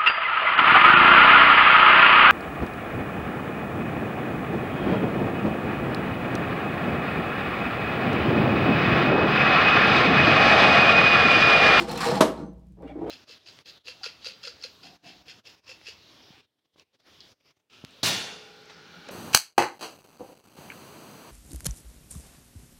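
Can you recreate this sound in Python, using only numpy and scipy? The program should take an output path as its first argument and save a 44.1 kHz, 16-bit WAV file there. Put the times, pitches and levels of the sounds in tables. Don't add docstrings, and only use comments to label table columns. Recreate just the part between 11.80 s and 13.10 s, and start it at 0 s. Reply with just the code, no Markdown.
import sys
import numpy as np
from scipy import signal
from scipy.fft import rfft, irfft
from scipy.io import wavfile
from scipy.ndimage import uniform_filter1d

SR = 44100
rng = np.random.default_rng(int(sys.argv[2]) if len(sys.argv) > 2 else 0)


def unload_wav(signal):
    wavfile.write(
        sys.argv[1],
        SR,
        np.round(np.clip(np.atleast_2d(signal).T, -1, 1) * 32767).astype(np.int16),
    )


def volts_from_db(level):
    exponent = np.asarray(level, float) / 20
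    return 10 ** exponent


N = 57330
T = np.arange(N) / SR

# (frequency [Hz], level [dB], t60 [s])
OVEN_MODES = [(163.4, 4, 0.071), (200.4, -2, 0.15), (293, -6, 0.13), (335, -2.5, 0.33), (374, -1, 0.033),
              (472, 0, 0.31), (534, -4, 0.11), (656, -4.5, 0.27), (792.2, 3, .08), (936, -3.5, 0.11),
              (1094, -3, 0.024), (1187, -6, 0.062), (1397, -18, 0.1), (1770, -15, 0.035)]
# (frequency [Hz], level [dB])
TRAY_GRIT = [(800, -23.5), (1200, -0.5), (2200, -4.5), (4500, -7), (5600, -10.5), (6600, -23),
             (7500, -13.5), (15000, -30.5)]
# (frequency [Hz], level [dB], t60 [s])
TRAY_RASP = [(1210, 5, 0.011), (1720, -3.5, .012), (2470, -7.5, 0.0079), (3430, -5.5, 0.0066),
             (4250, 1, 0.0063), (5170, -5, 0.0055), (7120, -8.5, 0.0091)]


def level(x, db):
    return x * volts_from_db(db) / np.sqrt(np.mean(x ** 2))


def set_peak(x, db):
    return x * volts_from_db(db) / np.abs(x).max()


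def colour(x, spectrum):
    points = np.array(spectrum)
    hz = np.arange(2049) * SR / 4096 + 1
    db = np.interp(np.log(hz), np.log(points[:, 0]), points[:, 1])
    cepstrum = irfft(db * np.log(10) / 20)
    cepstrum[1:2048] *= 2
    cepstrum[2049:] = 0
    return signal.fftconvolve(x, irfft(np.exp(rfft(cepstrum))))[:N]


def ring(x, modes):
    out, energy = 0, 0
    for hz, db, t60_s in modes:
        pole = np.exp(2j * np.pi * hz / SR - np.log(1000) / (t60_s * SR))
        gain = rng.choice([-1, 1]) * volts_from_db(db) * np.sqrt(2 - 2 * abs(pole) ** 2)
        out = out + gain * signal.lfilter([1], [1, -pole], x).imag
        energy += volts_from_db(2 * db)
    return out / np.sqrt(energy)


def burst(at_s, decay_s):
    return (T >= at_s) * np.exp(-np.clip(T - at_s, 0, None) / decay_s)


def swell(at_s, length_s):
    return np.sin(np.pi * np.clip((T - at_s) / length_s, 0, 1))


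def grains():
    grains_per_s, scatter_db, patchy_db = 6000, 1, 2.5
    hold = 300
    patch = np.repeat(rng.standard_normal(N // hold + 1), hold)
    patch = uniform_filter1d(patch, hold)[:N]
    hit = rng.random(N) < grains_per_s / SR
    size_db = scatter_db * rng.exponential(size=N) + patchy_db * patch
    return level(hit * rng.standard_normal(N) * volts_from_db(size_db), 0)


def rasp(x, grit, modes):
    rasp_db = -2
    struck = x * np.sign(rng.standard_normal(N))
    impulse = 1. * (T == 0)
    grit_gain = np.sqrt(np.sum(colour(impulse, grit) ** 2))
    return colour(x, grit) / grit_gain + volts_from_db(rasp_db) * ring(struck, modes)


def scrape(curve, body, grit, modes):
    time_s, rumble_db, grit_db = np.array(curve).T
    db = np.interp(T, time_s, rumble_db, -120, -120)
    relative_db = np.interp(T, time_s, grit_db)
    rumble = ring(grains() * volts_from_db(db - 3.5), body)
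    return rumble + rasp(grains() * volts_from_db(db + relative_db - 2), grit, modes)


def knocks(events):
    attack_s, t60_s, t60_per_hold, wobble_hz, wobble_rad = .0011, .016, 1.2, 40, .5
    out = 0
    for at_s, db, hz, hold_s in events:
        phase, wobble_phase = rng.random(2)
        age = np.clip(T - at_s, 0, None)
        attack = np.clip(age / attack_s, 0, 1)
        decay = volts_from_db(-60 * np.clip(age - hold_s, 0, None) / (t60_s + t60_per_hold * hold_s))
        wobble = wobble_rad * np.sin(2 * np.pi * (wobble_hz * age + wobble_phase))
        out = out + volts_from_db(db) * attack * decay * np.sin(2 * np.pi * (hz * age + phase) + wobble)
    return out


def tray_slide():
    # (time [s], rumble level [dB], grit level re rumble [dB])
    slide = [(0, -24.5, -13), (.066, -39.5, -12), (.088, -27.5, -13), (.125, -30.5, -9), (.2, -33.5, -10),
             (.207, -32, 1), (.27, -27, -5.5), (.34, -27.5, -11), (.399, -32, -12)]
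    return scrape(slide, OVEN_MODES, TRAY_GRIT, TRAY_RASP)


def tray_knocks():
    # (time [s], level [dB], pitch [Hz], chatter [s])
    rail_hits = [(.004, -30, 335, 0.025), (.078, -30, 474, 0.015), (.092, -35, 870, 0.025),
                 (.13, -33.5, 476.3, 0.039), (.206, -25.5, 1047, 0.0038), (.231, -38.5, 1262, .02),
                 (.258, -22.5, 815, 0.007), (.262, -24, 473.7, .04), (.265, -29, 210.5, 0.013),
                 (.312, -26, 852, 0.011), (.314, -26.5, 645, .015), (.318, -25, 206, 0.013),
                 (.325, -27.5, 500, 0.015), (.35, -24, 184, 0.015), (.366, -25, 831, 0.017),
                 (.573, -53.5, 4090, 0.0049)]
    return knocks(rail_hits)


def clack():
    # (frequency [Hz], level [dB], t60 [s])
    wall_modes = [(148.7, -17.5, 0.38), (200, 3.5, 0.056), (307, -11, .25), (371, -5.5, 0.13),
                  (445, -5, 0.09), (546.2, -12.5, 0.23), (572, -5, 0.07), (640, 2, 0.12), (782, -12, 0.14),
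                  (915, -14, 0.2), (1010, -3.5, 0.09), (1315, -14.5, 0.065), (2250, -14, 0.025)]
    # (frequency [Hz], level [dB])
    crack_spectrum = [(59, -44.5), (100, -11.5), (674, -6), (1510, -14.5), (2030, -21), (3040, -21),
                      (10800, -32), (14900, -43.5), (15900, -59.5)]
    at_s, rise_s, chatter_s = .4052, .002, .0056
    crack_s, shudder_s, shudder_db = .0095, .036, -7
    age = np.clip(T - at_s, 0, None)
    rise = 1 - np.exp(-(age / rise_s) ** 2)
    body = 0
    for hz, db, t60_s in wall_modes:
        body = body + volts_from_db(db - 60 * age / t60_s) * np.sin(2 * np.pi * hz * (age - chatter_s) + 1)
    snap = burst(at_s + .0023, crack_s) * np.clip((age - .001) / .0044, 0, 1)
    shudder = volts_from_db(shudder_db) * burst(at_s, shudder_s) * rise
    crack = colour(rng.standard_normal(N) * (snap + shudder), crack_spectrum)
    return set_peak(rise * body, 2.5) + set_peak(crack, -4)


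def tray_rocks():
    # (time [s], level [dB], pitch [Hz], chatter [s])
    rocks = [(.413, -16, 255, .005), (.417, -15, 600, .005), (.422, -16, 410, 0.0045),
             (.438, -25.5, 462, 0.023), (.445, -25, 249, 0.0096), (.477, -28, 375, .009),
             (.125, -36, 158, .06), (.29, -36, 140, .02), (.572, -44, 650, .006), (.5, -33, 381, 0.018),
             (.498, -37.5, 274, 0.013), (.52, -39, 326, 0.011), (.57, -42, 310, 0.0076),
             (.586, -36.5, 293, 0.051), (.59, -40, 218, 0.025), (.595, -43, 634, 0.0089),
             (.615, -44, 460, 0.014), (.642, -45, 217, 0.035), (.645, -49, 800, 0.017),
             (.675, -44, 291, 0.021), (.27, -32, 640, 0.027), (.9, -62, 310, 0.042)]
    return knocks(rocks)


def hand_settle():
    # (time [s], rumble level [dB], grit level re rumble [dB])
    settle = [(.54, -56.5, -16.5), (.58, -38, -18.5), (.62, -33.5, -28), (.665, -40.5, -47),
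              (.73, -61, -32)]
    tilt_hz_per_db = 63
    dull_oven = [(hz, db - hz / tilt_hz_per_db, t60_s) for hz, db, t60_s in OVEN_MODES]
    return scrape(settle, dull_oven, TRAY_GRIT, TRAY_RASP)


def rack_drag():
    # (time [s], rumble level [dB], grit level re rumble [dB])
    drag = [(0.97, -50, -31), (0.982, -52, -40.5), (1.008, -46, -35), (1.038, -36.5, -26.5),
            (1.098, -54, -3), (1.144, -64, -3.5), (1.162, -39, -30.5), (1.232, -31.5, -32),
            (1.3, -25, -26.5)]
    # (frequency [Hz], level [dB], t60 [s])
    table_modes = [(207.4, -3.5, 0.01), (286, -10, .05), (326, 1, 0.14), (397, -6, 0.13), (456, 1, 0.37),
                   (569, -9.5, 0.12), (638, -5, 0.019), (777, -8, 0.12), (916, -19, 0.057),
                   (1330, -27.5, .04)]
    # (frequency [Hz], level [dB])
    mesh_grit = [(590, -25), (1000, 3), (1490, -0.5), (1610, 1), (2310, -7), (3300, -22), (4060, -15),
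                 (14000, -41)]
    # (frequency [Hz], level [dB], t60 [s])
    mesh_rasp = [(1564, 3, .01), (2215, 8, 0.0081), (2900, -1, 0.0075), (3410, 2, 0.0067),
                 (8300, -15, 0.024)]
    return scrape(drag, table_modes, mesh_grit, mesh_rasp)


def rack_bumps():
    # (time [s], level [dB], pitch [Hz], chatter [s])
    bumps = [(.981, -40.5, 336, 0.0028), (1.011, -40.5, 412, 0.0026), (1.032, -42, 563, 0.0085),
             (1.04, -37, 280.4, 0.032), (1.096, -45, 780, 0.02), (1.093, -44, 590, 0.018),
             (1.156, -29.5, 316.2, 0.021), (1.19, -30, 326, 0.016), (1.218, -44, 322.4, 0.013),
             (1.242, -43, 640, 0.007), (1.255, -34, 456, 0.032), (1.275, -32, 345, 0.033),
             (1.26, -60, 3150, 0.021), (.996, -49.5, 296, 0.0026)]
    return knocks(bumps)


def rack_taps():
    # (time [s], peak level [dB], pitch [Hz])
    feet = [
        (.981, -43.5, 420),
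        (1.01, -40.5, 480),
        (1.032, -35.5, 520),
        (1.043, -39, 400),
        (1.158, -41.5, 600),
        (1.242, -30, 560),
    ]
    decay_cycles = .35
    out = 0
    for at_s, db, hz in feet:
        turns = np.clip(T - at_s, 0, None) * hz
        swing = turns ** 2 * np.sin(2 * np.pi * turns) * np.exp(-turns / decay_cycles)
        out = out + 18 * volts_from_db(db) * swing
    return out


def wire_ticks():
    # (time [s], level [dB], decay [s])
    wire_taps = [
        (.004, -41, 0.015),
        (.09, -41, .012),
        (0.112, -40, 0.0096),
        (.176, -35.5, 0.015),
        (0.205, -33.5, 0.046),
        (0.269, -35.5, .004),
        (0.351, -35.5, 0.016),
        (1.298, -39.5, .003),
    ]
    strength = sum(volts_from_db(db) * burst(at_s, decay_s) for at_s, db, decay_s in wire_taps)
    return rasp(grains() * strength, TRAY_GRIT, TRAY_RASP)


def creaks():
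    # (time [s], level [dB], decay [s])
    thin_ticks = [(.116, -33.5, 0.0046), (.176, -31.5, .004), (.27, -37, 0.0035), (.733, -67.5, 0.0042),
                  (.795, -71.5, .004), (.869, -66.5, 0.0034), (.922, -62.5, 0.0019), (1.023, -55, 0.00097),
                  (1.2985, -36, .002), (.78, -74, .008), (.885, -72, .006)]
    band = signal.butter(1, [3500, 11000], "bandpass", fs=SR, output="sos")
    thin = signal.sosfilt(band, rng.standard_normal(N))
    return thin * sum(volts_from_db(db) * burst(at_s, decay_s) for at_s, db, decay_s in thin_ticks)


def wire_songs():
    # (time [s], level [dB], pitch [Hz], length [s])
    rubs = [(.09, -42, 4250, .042), (0.085, -49, 2600, 0.025), (.152, -41, 4110, 0.026),
            (.162, -42, 2650, .04), (0.168, -45.5, 5860, 0.017), (.212, -39.5, 2374, .015),
            (.228, -36, 1700, .03), (0.228, -31.5, 1190, .012), (.257, -38, 4090, .03),
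            (0.267, -42.5, 5070, .012), (0.566, -67.5, 7750, .008), (0.61, -76, 8700, .008),
            (.654, -79, 8700, .014), (.6, -80, 6120, .12), (.58, -53, 1170, .06), (.6, -62, 1450, .07),
            (.65, -64, 1050, .06), (1.075, -66, 3400, .05), (1.09, -66, 1900, .04), (1.15, -46, 480, .03),
            (1.062, -62, 2790, 0.038), (1.075, -60, 2300, .05)]
    t60_s = .026
    noise = rng.standard_normal(N)
    out = 0
    for at_s, db, hz, length_s in rubs:
        pressure = (T > at_s) * np.clip(swell(at_s, length_s), 0, None) ** .5
        out = out + ring(noise * volts_from_db(db) * pressure, [(hz, 0, t60_s)])
    return out


def shimmer():
    # (frequency [Hz], level [dB], t60 [s])
    wire_modes = [(4130, -11, .06), (4660, -5, .08), (6120, 0, 0.07), (8100, -2, .07), (8700, -11, 0.066)]
    at_s, length_s, buzz_db = .58, .13, -76
    return ring(grains() * volts_from_db(buzz_db) * swell(at_s, length_s), wire_modes)


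def room(x):
    tail_db, gap_s, low_t60_s, top_t60_s = -7, .0038, .57, .24
    tail = 0
    for hz in 100 * 2. ** np.arange(8):
        t60_s = np.interp(np.log2(hz / 400), [-.6, 4.5], [low_t60_s, top_t60_s])
        band = signal.butter(2, [hz / 2 ** .5, hz * 2 ** .5], "bandpass", fs=SR, output="sos")
        tail = tail + signal.sosfilt(band, rng.standard_normal(N)) * volts_from_db(-60 * T / t60_s)
    tail = tail * (T > gap_s)
    return volts_from_db(tail_db) * signal.fftconvolve(x, tail / np.sqrt(np.sum(tail ** 2)))[:N]


def kitchen():
    # (frequency [Hz], level [dB])
    air_spectrum = [(15, -49), (25, -25.5), (64, -5.5), (87, -15), (189, -4.5), (235, -23.5), (1320, -51),
                    (3140, -51), (15900, -64.5)]
    # (frequency [Hz], rms level [dB])
    hum_partials = [(59.5, -51.5), (181, -56.5)]
    sway_db = uniform_filter1d(rng.standard_normal(N), 3000) * 36.5
    hum = 0
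    for k, (hz, db) in enumerate(hum_partials):
        hum = hum + volts_from_db(db + 2 + sway_db) * np.sin(2 * np.pi * hz * T + k)
    return level(colour(rng.standard_normal(N), air_spectrum), -52.5) + hum


def scene():
    low_cut_hz, clack_wet_db = 132, -6
    near = tray_slide() + tray_knocks() + hand_settle() + rack_drag() + rack_bumps()
    near = near + wire_ticks() + creaks() + shimmer()
    hit = clack()
    wet = near + hit + room(near + volts_from_db(clack_wet_db) * hit)
    low_cut = signal.butter(2, low_cut_hz, "highpass", fs=SR, output="sos")
    direct = tray_rocks() + wire_songs() + rack_taps()
    return (signal.sosfilt(low_cut, wet) + direct + kitchen())[None]


def low_pass(x):
    return signal.sosfilt(signal.butter(12, 16040, fs=SR, output="sos"), x)


def record(dry):
    peak_top = .97
    soft = dry / (1 + (dry / peak_top) ** 8) ** .125
    return low_pass(soft)


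dry = scene()
out = record(dry)
unload_wav(out)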